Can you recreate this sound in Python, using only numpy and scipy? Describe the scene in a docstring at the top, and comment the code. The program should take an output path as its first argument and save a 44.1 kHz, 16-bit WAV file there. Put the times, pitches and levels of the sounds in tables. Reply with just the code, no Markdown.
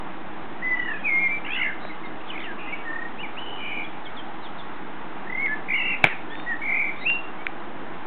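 """A blackbird whistles and trills in a garden, often with both halves of its voice at once, and fainter
chirps come between: each note is a nearly pure tone whose pitch and loudness bend or swing.
Bonfire embers tick close by, sharp breaks that ring the char and push the air; one pop overloads
a small narrow-band camera. Shaped noise makes the steady hiss, distant rumble and two faint hums underneath."""
import sys
import numpy as np
from scipy import signal
from scipy.fft import rfft, irfft, next_fast_len
from scipy.io import wavfile
from scipy.ndimage import uniform_filter1d, map_coordinates

SR = 44100
rng = np.random.default_rng(int(sys.argv[2]) if len(sys.argv) > 2 else 0)


def wrap_up_sound(samples):
    """Save the sound to the file named by the first command line argument, as 16-bit audio."""
    columns = np.atleast_2d(samples).T
    # keep every value between -1 and 1, then stretch to whole-number steps
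    tamed = np.clip(columns, -1, 1)
    steps = np.round(tamed * 32767).astype(np.int16)
    wavfile.write(sys.argv[1], SR, steps)


N = 355622  # length in samples

PLAIN_RASP_HZ = 7.3  # slight pitch jitter of the clear notes


def song():
    """All the bird notes together; overlapping notes sound as two voices."""
    out = np.zeros(N)
    add_short_notes(out)
    add_long_whistles(out)
    add_buzzes(out)
    add_slow_trills(out)
    return out


def add_short_notes(out):
    """Short clear notes, each with one pitch bend and one swell."""
    # short clear notes: start_s, length_s, first_hz, middle_hz, last_hz, peak_db, peak_place (0-1)
    short_notes = [ (1.165, .105, 2195, 2370, 2340, -30, 0.7), (1.295, .076, 2290, 2336, 2305, -27, .45),
                   (1.892, .032, 2290, 2126, 1950, -38.5, .5), (2.033, 0.038, 2177, 2125, 2060, -39, 0.6),
                   (.985, .04, 3309, 3220, 3154, -52.5, .6), (2.047, .03, 3800, 3704, 3580, -49, .5),
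                   (2.201, .022, 2420, 2740, 3060, -47, 0.3), (2.452, .075, 2086, 1713, 1594, -37, .55),
                   (2.667, .048, 2040, 2060, 2110, -38.5, 0.4), (2.723, .026, 2300, 2260, 2290, -28.5, 0.4),
                   (3.179, .05, 2350, 2820, 2994, -37, 0.7), (3.23, .032, 2425, 2283, 1960, -32.5, 0),
                   (3.365, .036, 2250, 2800, 3030, -35, .7), (3.839, 0.018, 3361, 3360, 3350, -40.5, .8),
                   (4.046, 0.029, 3956, 3380, 3080, -41.5, .75), (4.05, 0.053, 2200, 2204, 2230, -45.5, .5),
                   (4.164, .022, 3834, 3460, 3320, -40, .7), (4.182, .025, 3440, 3170, 3150, -41, .5),
                   (4.412, .064, 3900, 3736, 2960, -44.5, 0.9), (4.578, .04, 3940, 3550, 3312, -44, 0.6),
                   (5.478, .07, 1690, 1725, 1756, -27, .65), (6.09, .07, 2805, 2615, 2050, -39.5, .3),
                   (6.294, .063, 1710, 1808, 1822, -38.5, .7), (6.461, 0.085, 1872, 1907, 1703, -26, .65),
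                   (6.616, 0.018, 1680, 1830, 1915, -41, .5), (7.37, .08, 2107, 2264, 2300, -46.5, .7)]
    for row in short_notes:
        add(out, row[0], whistle(*arch(*row), PLAIN_RASP_HZ))


def add_long_whistles(out):
    """Long clear whistles that glide through a drawn line of pitch and level."""
    # one list of points for each whistle: time_s, pitch_hz, level_db
    long_whistles = [
        [(1.035, 2470, -40.5), (1.058, 2529, -22), (1.075, 2310, -23.5), (1.1, 2158, -24.5), (1.15, 2123, -25),
         (1.19, 2153, -25), (1.25, 2143, -22.5), (1.272, 2102, -25), (1.284, 2020, -27.5)],
        [(6.025, 2660, -42.5), (6.045, 2629, -29.5), (6.065, 2544, -35.5), (6.11, 1849, -36),
         (6.135, 1716, -35)],
        [(6.3, 3162, -47), (6.318, 3435, -46), (6.345, 3575, -52), (6.41, 3627, -46), (6.47, 3690, -60)],
        [(6.965, 3470, -48), (6.985, 3693, -53), (7.02, 3806, -42), (7.06, 3769, -54), (7.25, 3720, -61.5)],
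        [(7.008, 2014, -40), (7.035, 2048, -36.5), (7.045, 2227, -42), (7.068, 2650, -19), (7.08, 2780, -22.5),
         (7.1, 2769, -20.5), (7.16, 2758, -29), (7.195, 2733, -33)],
    ]
    for rows in long_whistles:
        t, (hz, db) = columns(rows)
        add(out, rows[0][0], whistle(t, hz, db, PLAIN_RASP_HZ))


def add_buzzes(out):
    """Hoarse notes whose pitch and loudness swing too fast to count."""
    # hoarse fast notes: start_s, length_s, first_hz, middle_hz, last_hz, peak_db, peak_place (0-1),
    # pulses_per_s, warble_hz (pitch swing each way), throb_db (dip depth), rasp_hz (pitch jitter)
    buzzes = [ (1.449, .125, 1980, 2502, 2896, -26, 1, 70, 71, 14.5, 76),
              (1.57, .1, 2880, 2790, 2692, -29, 0.1, 66, 90, 12, 90.4),
              (1.442, .04, 2600, 2780, 3020, -33.5, .3, 60, 68, 14, 85),
              (1.495, .075, 3200, 3420, 3500, -37, 0.3, 76, 60, 16.5, 92),
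              (1.47, .06, 1660, 1680, 1850, -35.5, .5, 61, 60, 15, 55),
              (1.552, 0.14, 1940, 2073, 2032, -22, .66, 64, 65, 13.5, 65),
              (1.625, .11, 1773, 1720, 1640, -31, 0.5, 71, 50, 8.5, 62.4),
              (1.535, 0.097, 1526, 1590, 1400, -36.5, 0.7, 70, 60, 11, 70),
              (1.8, 0.13, 3900, 3850, 3900, -47, .4, 97, 13, 7, 40),
              (2.262, .068, 3690, 3190, 2150, -40, .8, 106, 140, 2, 150),
              (2.385, 0.06, 3300, 3350, 3400, -45, .4, 108, 170, 5, 130),
              (2.43, .042, 3400, 2800, 2400, -36.5, .55, 125, 170, 7, 130),
              (2.325, .137, 2330, 2225, 2080, -36.5, 0.1, 46, 140, 7, 119),
              (2.575, .25, 2600, 2650, 2685, -40, 0.1, 88, 200, 4, 50),
              (3.405, .432, 2960, 2950, 2900, -36.5, 0.1, 92, 45, 12.5, 44.9),
              (3.575, .272, 2433, 2417, 2378, -30.5, .82, 89, 95, 8.5, 50)]
    random_starts = rng.random((len(buzzes), 2))  # where the warble and throb begin, in cycles
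    for (*shape, rate, warble_hz, throb_db, rasp_hz), starts in zip(buzzes, random_starts):
        t, hz, db = arch(*shape)
        buzz = trilled(t, hz, db, rate * t, warble_hz, throb_db, *starts, rasp_hz)
        add(out, shape[0], buzz)


def add_slow_trills(out):
    """Trills whose pulse rate eases from a first value towards a settled one."""
    # one list of points for each trill: time_s, pitch_hz, crest_level_db, trill_depth (0-1)
    trills = [
        [(0.618, 1800, -27, .4), (0.635, 2010, -30.5, 0), (0.7, 2013, -23.5, .05), (0.745, 1983, -22.5, 0),
         (0.77, 1969, -23.5, .5), (0.805, 1966, -23, .85), (0.85, 1906, -27.5, .95)],
        [(0.855, 1847, -32.5, .95), (0.9, 1796, -25, .9), (0.93, 1759, -29.5, .8), (0.98, 1673, -37, .3)],
        [(0.74, 2880, -56, 0.2), (0.79, 2980, -43.5, 0.8), (0.9, 2840, -41, 0.5), (0.945, 2550, -39.5, .8),
         (1.0, 2410, -45, .6)],
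        [(2.85, 1877, -38, .05), (2.885, 1812, -30.5, .05), (2.945, 1810, -30, .95), (3.03, 1855, -29.5, .8),
         (3.08, 1885, -37, 0.5)],
        [(5.262, 1676, -36.5, 0.8), (5.3, 1960, -29.5, 1), (5.36, 2033, -23, .95), (5.378, 2095, -25.5, .1),
         (5.425, 2238, -27, .05), (5.462, 2130, -22.5, .05), (5.476, 1962, -21, 0.1)],
        [(5.68, 2265, -35, .95), (5.705, 2216, -24, .75), (5.76, 2175, -22, 0.3), (5.82, 2096, -32, .55),
         (5.88, 2190, -28, 0.6), (5.955, 2203, -30.5, .7)],
        [(5.73, 2660, -35, .95), (5.768, 2915, -32, .9), (5.8, 2760, -26, .95), (5.83, 2723, -25.5, .9),
         (5.87, 2776, -27, 0.7), (5.91, 2790, -26, 0.9), (5.955, 2480, -29.5, 0.6)],
        [(6.615, 2256, -32, 0.2), (6.68, 2210, -24.5, .85), (6.72, 2222, -21.5, .95), (6.8, 2226, -27, 0.6),
         (6.85, 2210, -26.5, .8), (6.9, 2163, -30.5, .5)],
        [(6.735, 2380, -32.5, .95), (6.76, 2390, -27, 0.9), (6.82, 2325, -27, .9), (6.895, 2296, -31.5, 0.6)],
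    ]
    # one row for each trill: first_rate_per_s, settled_rate_per_s, settling_s,
    # warble_hz and throb_db at full depth, warble_start_cycles, throb_start_cycles, rasp_hz
    trill_clocks = [(37.1, 34, .2, 22, 29, 0.21, 0.39, 10), (33, 31, .2, 97, 11.5, .66, .86, 13),
                    (34.3, 34, .2, 73, 15.5, .6, .12, 22), (42.7, 20, .25, 24, 30.5, .68, .66, 11),
                    (36, 40, .05, 55, 36.5, .4, .5, 10), (69.7, 41.5, .05, 280, 8.5, .15, 0.4, 28),
                    (56.2, 33, 0.23, 95, 8, .64, 0.26, 15), (56.6, 39, .07, 165, 8, .26, .67, 19),
                    (41.5, 41, .2, 110, 3, .6, .49, 18)]
    for rows, clock in zip(trills, trill_clocks):
        first, last, settle, warble_hz, throb_db, *rest = clock
        t, (hz, db, depth) = columns(rows)
        # the changing rate, summed over time
        cycles = last * t + (first - last) * settle * (1 - np.exp(-t / settle))
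        depth = np.clip(depth, 0, 1)
        trill = trilled(t, hz, db, cycles, depth * warble_hz, depth * throb_db, *rest)
        add(out, rows[0][0], trill)


def arch(s, length, first_hz, middle_hz, last_hz, peak_db, place):
    """A short note's curves: pitch bends through three values, level swells to one peak."""
    rise_db, fall_db = 11.5, 9  # how far under the peak the note begins and ends
    flatness = 2.6  # higher holds the level near its peak for longer
    t = np.arange(round(length * SR)) / SR
    u, place = t / length, np.clip(place, .05, .95)
    bend = np.polyfit([0, .5, 1], [first_hz, middle_hz, last_hz], deg=2)
    hz = np.polyval(bend, u)
    before = rise_db * np.abs(1 - u / place) ** flatness
    after = fall_db * np.abs((u - place) / (1 - place)) ** flatness
    return t, hz, peak_db - np.where(u < place, before, after)


def trilled(t, hz, db, cycles, warble_hz, throb_db, warble_at, throb_at, rasp_hz):
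    """A whistle whose pitch and loudness swing with one clock."""
    dip_narrowness = 2.8  # keeps each dip shorter than its pulse
    hz = hz + warble_hz * np.cos(2 * np.pi * (cycles + warble_at))
    dip = np.abs(np.sin(np.pi * (cycles + throb_at))) ** dip_narrowness
    return whistle(t, hz, db - throb_db * dip, rasp_hz)


def whistle(t, hz, db, rasp_hz):
    """A nearly pure tone with soft ends; a hoarse voice jitters in pitch and loudness."""
    hz = hz + rasp_hz * wobble(350, size=len(t))
    gain = amp(db + 0.027 * rasp_hz * wobble(250, size=len(t)))
    ends = np.clip(np.minimum(t, t[-1] - t) / .003, 0, 1)  # 3 ms fades
    tone = np.sin(2 * np.pi * np.cumsum(hz) / SR)
    return np.sqrt(2) * gain * ends * tone  # the root makes levels rms


def embers():
    """Each crack is a sharp break with a short splutter, ringing the char and pushing the air."""
    # ember cracks: start_s, level_db (before filtering), splutter_s (time to fall 20 dB),
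    # thump_db (push relative to the crack)
    cracks = [(1.851, -23.5, 0.0022, -2.5), (5.462, -20.5, 0.0014, -27.5), (6.0413, 17, .001, -17.5),
              (6.0476, -12, 0.0054, -6.5), (6.0508, -12.5, 0.0047, -12), (6.0595, -13.5, 0.0067, -12),
              (6.069, -14, .008, -14.5), (6.354, -29, 0.0032, -28), (6.399, -23, 0.0015, -26.5),
              (7.1, -15.5, 0.0028, -29.5), (7.4674, -12, 0.0017, -28)]
    # resonances of the char: centre_hz, width_hz, gain_db
    char_modes = [(1586, 370, -6.5), (2300, 300, 1.5), (3500, 1500, -11.5)]
    # low push of air: centre_hz, width_hz, gain_db
    air_modes = [(118, 120, -2.5), (360, 300, -2.5), (733, 240, 1.5)]
    snap_gain_db, push_gain_db = 30, 34  # make up for what a one-sample break loses in narrow resonances
    snaps, pushes = np.zeros(N), np.zeros(N)
    t = np.arange(SR // 50) / SR
    for s, db, length, thump_db in cracks:
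        burst = .15 * rng.standard_normal(len(t)) * amp(-20 * t / length)
        burst[0] = 1  # the break itself
        add(snaps, s, amp(db + snap_gain_db) * burst)
        add(pushes, s, amp(db + thump_db + push_gain_db) * burst)
    dulled = filtered(snaps, lambda f: 1 / (1 + 1j * f / 3000) ** 2)  # a break takes a moment
    return filtered(dulled, modes(char_modes)) + filtered(pushes, modes(air_modes))


def modes(table):
    """Response of resonances that ring after a knock; neighbours have opposite signs."""
    def response(f):
        total = 0
        for k, (c, w, db) in enumerate(table):
            total = total + (-1) ** k * amp(db) * 1j * f * w / (c * c - f * f + 1j * f * w)
        return total
    return response


def garden(x, level_db):
    """Diffuse echo of hedges and walls: fading noise, with a new tail for every third of a second."""
    # how long the echo takes to fall 60 dB: pitch_hz, fade_s
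    fade_times = [(300, 0.095), (1000, 0.26), (2200, 0.41), (2800, 0.39), (4000, 0.34)]
    out, step = np.zeros(N + SR), SR // 3
    for i in range(0, N, step):
        hz, t, z = signal.stft(rng.standard_normal(SR // 2), SR, nperseg=256)
        fade = amp(-60 * t / along(fade_times, hz)[:, None])
        tail = signal.istft(z * fade, SR, nperseg=256)[1]
        wet = signal.fftconvolve(x[i:i + step], tail / np.linalg.norm(tail))
        out[i + 300:][:len(wet)] += wet  # the echo starts 300 samples late
    return amp(level_db) * out[:N]


def background():
    """Everything steady: hiss and rumble plus the hums."""
    return hiss_and_rumble() + hums()


def hiss_and_rumble():
    """Noise with a fixed tone colour and faint patches that vary in pitch and time."""
    # colour of the noise, relative levels: pitch_hz, level_db (per Hz)
    noise_colour = [(15, -42), (25, -4.5), (33, -23), (43, -17), (77, -12), (151, -9), (187, -6.5),
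                    (236, -3.5), (324, -3.5), (561, -10.5), (800, -3), (993, -6.5), (2000, -13),
                    (2220, -16.5), (3300, -22.5), (4030, -22.5), (4100, -120)]
    hiss_db = -37.5  # overall rms level
    z = signal.stft(rng.standard_normal(N + 512), nperseg=512)[2]
    across_pitch = uniform_filter1d(rng.standard_normal(z.shape), 6, 0)
    patches = uniform_filter1d(across_pitch, 14, 1)  # smoothed in time too
    noise = signal.istft(z * amp(0.72 * unit(patches)), nperseg=512)[1][:N]
    return amp(hiss_db) * unit(filtered(noise, lambda f: amp(along(noise_colour, f))))


def hums():
    """Two narrow bands of noise, heard as wavering hums."""
    # wavering hums: centre_hz, width_hz (from the centre to 1/e)
    hum_bands = [(187.3, 20), (320.8, 19)]
    # slow level changes: time_s, lower_hum_db, upper_hum_db
    hum_levels = [(0, -50.5, -52.5), (.6, -54, -45), (1.6, -49, -50.5), (2.4, -55.5, -43.5),
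                  (3, -56.5, -50.5), (4.1, -57, -51.5), (4.9, -48.5, -51), (5.5, -52.5, -51.5),
                  (8.06, -56, -49)]
    s, *levels = np.transpose(hum_levels)
    out = np.zeros(N)
    for (hz, width), db in zip(hum_bands, levels):
        gain = amp(np.interp(np.arange(N) / SR, s, db))
        band = filtered(rng.standard_normal(N), lambda f: np.exp(-((f - hz) / width) ** 2))
        out = out + gain * unit(band)
    return out


def amp(db):
    """Gain of a dB value."""
    return 10 ** (np.asarray(db) / 20)


def unit(x):
    """x scaled to an rms of 1."""
    return x / np.sqrt(np.mean(x ** 2) + 1e-20)


def along(points, hz):
    """Reads a curve of (Hz, value) points on a log pitch axis."""
    f, v = np.transpose(points)
    return np.interp(np.log(hz + 1), np.log(f + 1), v)


def wobble(rate, size):
    """A smooth random curve through a given rate of random points a second."""
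    points = rng.standard_normal(int(size * rate / SR) + 4)
    return map_coordinates(points, [np.arange(size) * rate / SR])


def filtered(x, response):
    """x shaped by a response of frequency, with silence padded on for the ringing."""
    m = next_fast_len(len(x) + SR // 4)
    return irfft(rfft(x, m) * response(np.fft.rfftfreq(m, 1 / SR)), m)[:len(x)]


def edge(f, top_hz, width):
    """A steep but rounded low-pass that closes at top_hz."""
    return np.sin(np.pi / 2 * np.clip((top_hz - f) / width, 0, 1)) ** 2


def add(out, s, sound):
    """Mixes a sound in at time s."""
    out[round(s * SR):][:len(sound)] += sound


def columns(rows):
    """Time from the note's start, and each column drawn out sample by sample."""
    s, *cols = np.transpose(rows)
    t = np.arange(round((s[-1] - s[0]) * SR)) / SR
    return t, [np.interp(t + s[0], s, c) for c in cols]


def scene():
    """Birds with a strong garden echo, near embers with less of it, steady background."""
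    birds, fire = song(), embers()
    echo = garden(birds, level_db=-8) + garden(fire, level_db=-23)
    return (birds + fire + echo + background())[None]


def record(dry):
    """The camera overloads, loses deep bass and treble, leaks a mirrored top and clips off-centre."""
    converter_hz = 7875  # slow sampling rate: only pitches up to about half of it get in
    top_hz, output_top_hz = 4570, 16500  # where the smoothing and the final filter close
    offset = .0384  # constant shift of the wave, full scale = 1
    x = dry[0] / (1 + np.abs(dry[0] / 1.0) ** 4) ** 0.29  # saturating input
    # low-pass near half the converter rate, and bass thinned below 70 Hz
    x = filtered(x, lambda f: edge(f, converter_hz / 2 + 90, 180) * 1j * f / (70 + 1j * f))
    # mirror images around the converter rate; a little passes the smoothing filter
    mirrored = x * (1 + 2 * np.cos(2 * np.pi * converter_hz * np.arange(N) / SR))
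    x = filtered(mirrored, lambda f: edge(f, top_hz, 1312) ** 1.32)
    x = np.clip(x + offset, -1, 1)
    return filtered(x, lambda f: edge(f, output_top_hz, 1530))[None]


dry = scene()
out = record(dry)
wrap_up_sound(out)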